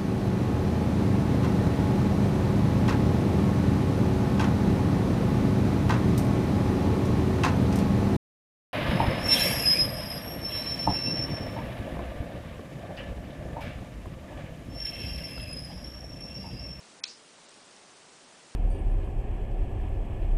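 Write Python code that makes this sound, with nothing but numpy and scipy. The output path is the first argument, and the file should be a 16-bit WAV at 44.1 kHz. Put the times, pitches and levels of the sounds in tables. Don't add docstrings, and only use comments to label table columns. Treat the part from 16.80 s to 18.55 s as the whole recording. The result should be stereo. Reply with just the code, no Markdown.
import sys
import numpy as np
from scipy import signal
from scipy.fft import rfft, irfft, next_fast_len
from scipy.io import wavfile
from scipy.ndimage import uniform_filter1d, map_coordinates

SR = 44100
rng = np.random.default_rng(int(sys.argv[2]) if len(sys.argv) > 2 else 0)


def put_to_file(sound):
    columns = np.atleast_2d(sound).T
    safe = np.clip(columns, -1, 1)
    whole_steps = np.round(safe * 32767)
    wavfile.write(sys.argv[1], SR, whole_steps.astype(np.int16))


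def decibels_to_gain(level_db):
    exponent = np.asarray(level_db, float) / 20
    return 10 ** exponent


N = 77175

# start_s, peak_db
CONTACTS = [
    (.2369, -35),
    (.2392, -16),
    (.2440, -36),
    (.2522, -34),
    (.2547, -31),
    (.2625, -36),
    (.2715, -35),
    (.2788, -40),
]


def unit(x):
    return x / np.sqrt(np.mean(x ** 2) + 1e-20)


def along(hz, f, v):
    return np.interp(np.log(hz + 1), np.log(np.asarray(f) + 1), v)


def wobble(rate):
    knots = rng.standard_normal(int(N * rate / SR) + 4)
    return map_coordinates(knots, [np.arange(N) * rate / SR])


def filtered(x, response):
    m = next_fast_len(N + 8192)
    gain = response(np.fft.rfftfreq(m, 1 / SR))
    return irfft(rfft(x, m) * gain, m)[..., :N]


def bubbles(start_s, peak_db, pitch_hz, cycles, size=160):
    t = np.arange(size) / SR
    turns = np.asarray(pitch_hz)[:, None] * t
    envelope = np.exp(-turns / cycles) * (1 - np.exp(-2 * turns))
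    grain = decibels_to_gain(peak_db)[:, None] * np.sin(2 * np.pi * turns) * envelope
    at = (np.asarray(start_s) * SR).astype(int)[:, None] + np.arange(size)
    return np.bincount(at.ravel(), grain.ravel(), N + size)[:N]


def hiss():
    # freq_hz, level_db
    hiss_colour = [(25, -19.5), (60, -19), (210, -2.5), (580, -2.5), (1150, -5.5), (2000, -9), (5500, -10),
                   (10000, -12.5)]
    # freq_hz, depth_db
    patch_depth = [(300, 0.6), (800, 0.5), (2000, .5)]
    level_db, drift_db = -52.5, 0.15
    hz, _, z = signal.stft(rng.standard_normal(N + 512), SR, nperseg=256)
    patches = uniform_filter1d(rng.standard_normal(z.shape), 5, 0)
    patches = unit(uniform_filter1d(patches, 8, 1))
    patch_db = along(hz, *np.transpose(patch_depth))[:, None] * patches
    noise = signal.istft(z * decibels_to_gain(patch_db), nperseg=256)[1][:N]
    coloured = filtered(noise, lambda hz: decibels_to_gain(along(hz, *np.transpose(hiss_colour))))
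    return decibels_to_gain(level_db + drift_db * wobble(4.5)) * unit(coloured)


def room():
    # freq_hz, density_db (per Hz)
    tile_colour = [(900, -26), (1600, -9), (2400, -0.5), (3300, -12.5), (4300, 1), (5300, 0.5), (6500, -6),
                   (8000, -6.5), (9500, -23)]
    # freq_hz, build_s, t60_s
    answer_times = [(1500, .002, 0.2), (2500, 0.0032, 0.2), (3500, 0.0082, 0.42), (4300, 0.0057, 0.33),
                    (5300, 0.041, 0.23), (6200, 0.027, 0.22), (6950, 0.0074, 0.19), (10100, 0.011, .15)]
    level_db, delay_s = -44, 0.004
    hz, t, z = signal.stft(rng.standard_normal(SR // 2), SR, nperseg=128)
    f, build_s, t60_s = np.transpose(answer_times)
    build = (1 - np.exp(-t / along(hz, f, build_s)[:, None])) ** 3
    shape = build * decibels_to_gain(-60 * t / along(hz, f, t60_s)[:, None])
    shape = shape / shape.max(axis=1, keepdims=True)
    tail = signal.istft(z * shape, SR, nperseg=128)[1]
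    blow_s = CONTACTS[1][0]
    tail = np.pad(tail, (round((blow_s + delay_s) * SR), N))[:N]

    def colour(hz):
        return decibels_to_gain(along(hz, *np.transpose(tile_colour)))

    colour_rms = np.sqrt(np.mean(colour(np.linspace(0, SR / 2, 500)) ** 2))
    return decibels_to_gain(level_db) * filtered(tail, colour) / colour_rms


def fizz():
    # start_s, peak_db, pitch_hz
    pops = [
        (0.2548, -36, 6200),
        (0.688, -45, 3700),
        (.7245, -43, 5000),
        (0.736, -47, 4420),
        (0.6934, -33.5, 8600),
        (0.7075, -40, 5500),
        (.7165, -39, 5000),
        (.7418, -38.5, 5200),
        (0.743, -39, 8100),
        (0.9648, -36.5, 5760),
    ]
    bursts_per_s, level_db, surge_db = 900, -66, 3
    pitch_hz, pitch_spread = 5500, 0.46
    size_db = 3.5
    count = int(bursts_per_s * N / SR)
    u, g = rng.random((count, 2)), rng.standard_normal(count)
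    pitches = np.clip(pitch_hz * np.exp(pitch_spread * g), 800, 9800)
    strengths_db = -size_db * np.log(1 - 0.98 * u[:, 1])
    dense = bubbles(u[:, 0] * N / SR, strengths_db, pitches, cycles=2.9)
    surges = decibels_to_gain(level_db + surge_db * wobble(6.57))
    return surges * unit(dense) + bubbles(*np.transpose(pops), cycles=2)


def tap():
    # freq_hz, level_db, t60_s
    plastic = [(1483, -18.5, 0.033), (1750, -22, 0.024), (2366, -10, .016), (2571, -9, 0.027),
               (3386, -7.5, 0.023), (3700, -8, 0.023), (4096, 1, 0.017), (4570, 4, 0.0071),
               (4916, -3, 0.027), (5320, 2, 0.02), (5830, -2.5, 0.0098), (6500, -5.5, 0.017),
               (7170, -3.5, 0.011), (7620, -29, .008)]
    level_db, scatter_db, rise_s = -7.5, 2, 0.00007
    low_hz, high_hz = 1500, 7600
    out, t = np.zeros(N), np.arange(2000) / SR
    scatter = rng.standard_normal((len(CONTACTS), len(plastic)))
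    for (start_s, peak_db), own in zip(CONTACTS, scatter):
        late = np.maximum(t - start_s * SR % 1 / SR, 0)
        ring = 0
        for (hz, mode_db, t60_s), g in zip(plastic, own):
            decay = decibels_to_gain(mode_db + scatter_db * g - 60 * late / t60_s)
            ring = ring + decay * np.sin(2 * np.pi * hz * late)
        rise = 1 - np.exp(-(late / rise_s) ** 2)
        out[int(start_s * SR):][:len(t)] -= decibels_to_gain(peak_db + level_db) * ring * rise
    band = signal.butter(3, [low_hz, high_hz], "band", fs=SR, output="sos")
    return signal.sosfilt(band, out)


def scene():
    return np.tile(hiss() + fizz() + tap() + room(), (2, 1))


def holes(x):
    # freq_hz, share (0 to 1)
    hole_share = [(2500, 0), (4500, .02), (5500, .06), (9000, .08), (10000, .2)]
    hz, t, z = signal.stft(x, SR, nperseg=512)
    chance = rng.random((len(hz) // 3 + 1, len(t) // 3 + 1))
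    chance = chance.repeat(3, axis=0).repeat(3, axis=1)
    kept = chance[:len(hz), :len(t)] > along(hz, *np.transpose(hole_share))[:, None]
    return signal.istft(z * kept, SR, nperseg=512)[1][..., :N]


def starve(x):
    # start_s, end_s, low_hz, high_hz
    starved = [(.2025, .236, 2650, 9350), (.226, .2375, 8400, 11000), (.2435, .277, 4700, 5800),
               (.2445, .2525, 5700, 6200), (.256, .277, 5700, 6250), (.2415, .276, 7200, 8400),
               (.2555, .262, 2000, 3000), (.2575, .262, 3000, 4700), (.256, .2605, 6200, 10000),
               (.270, .277, 6200, 7300), (.260, .274, 3100, 3400), (.670, .687, 8300, 11000),
               (.684, .692, 9500, 11000), (.677, .686, 6800, 7200), (.696, .706, 8900, 11000),
               (.698, .705, 6300, 7700), (.831, .839, 6800, 8800), (.868, .876, 9000, 11000),
               (.139, .165, 5150, 5400)]
    left_db, fade_s, edge_hz = -45, 0.0025, 100
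    t = np.arange(N) / SR
    for start_s, end_s, low_hz, high_hz in starved:
        gate = np.clip(np.minimum(t - start_s, end_s - t) / fade_s, 0, 1)
        fade = (1 - np.cos(np.pi * gate)) / 2
        band = filtered(x, lambda hz: np.clip(np.minimum(hz - low_hz, high_hz - hz) / edge_hz + 0.5, 0, 1))
        x = x - (1 - decibels_to_gain(left_db)) * fade * band
    return x


def top_cut(x):
    return signal.sosfilt(signal.butter(12, 10060, fs=SR, output="sos"), x)


def record(dry):
    top_hz, edge_hz = 10050, 120
    mix = starve(holes(dry))
    mix = filtered(mix, lambda hz: np.clip((top_hz - hz) / edge_hz + 0.5, 0, 1))
    return top_cut(mix)


dry = scene()
out = record(dry)
put_to_file(out)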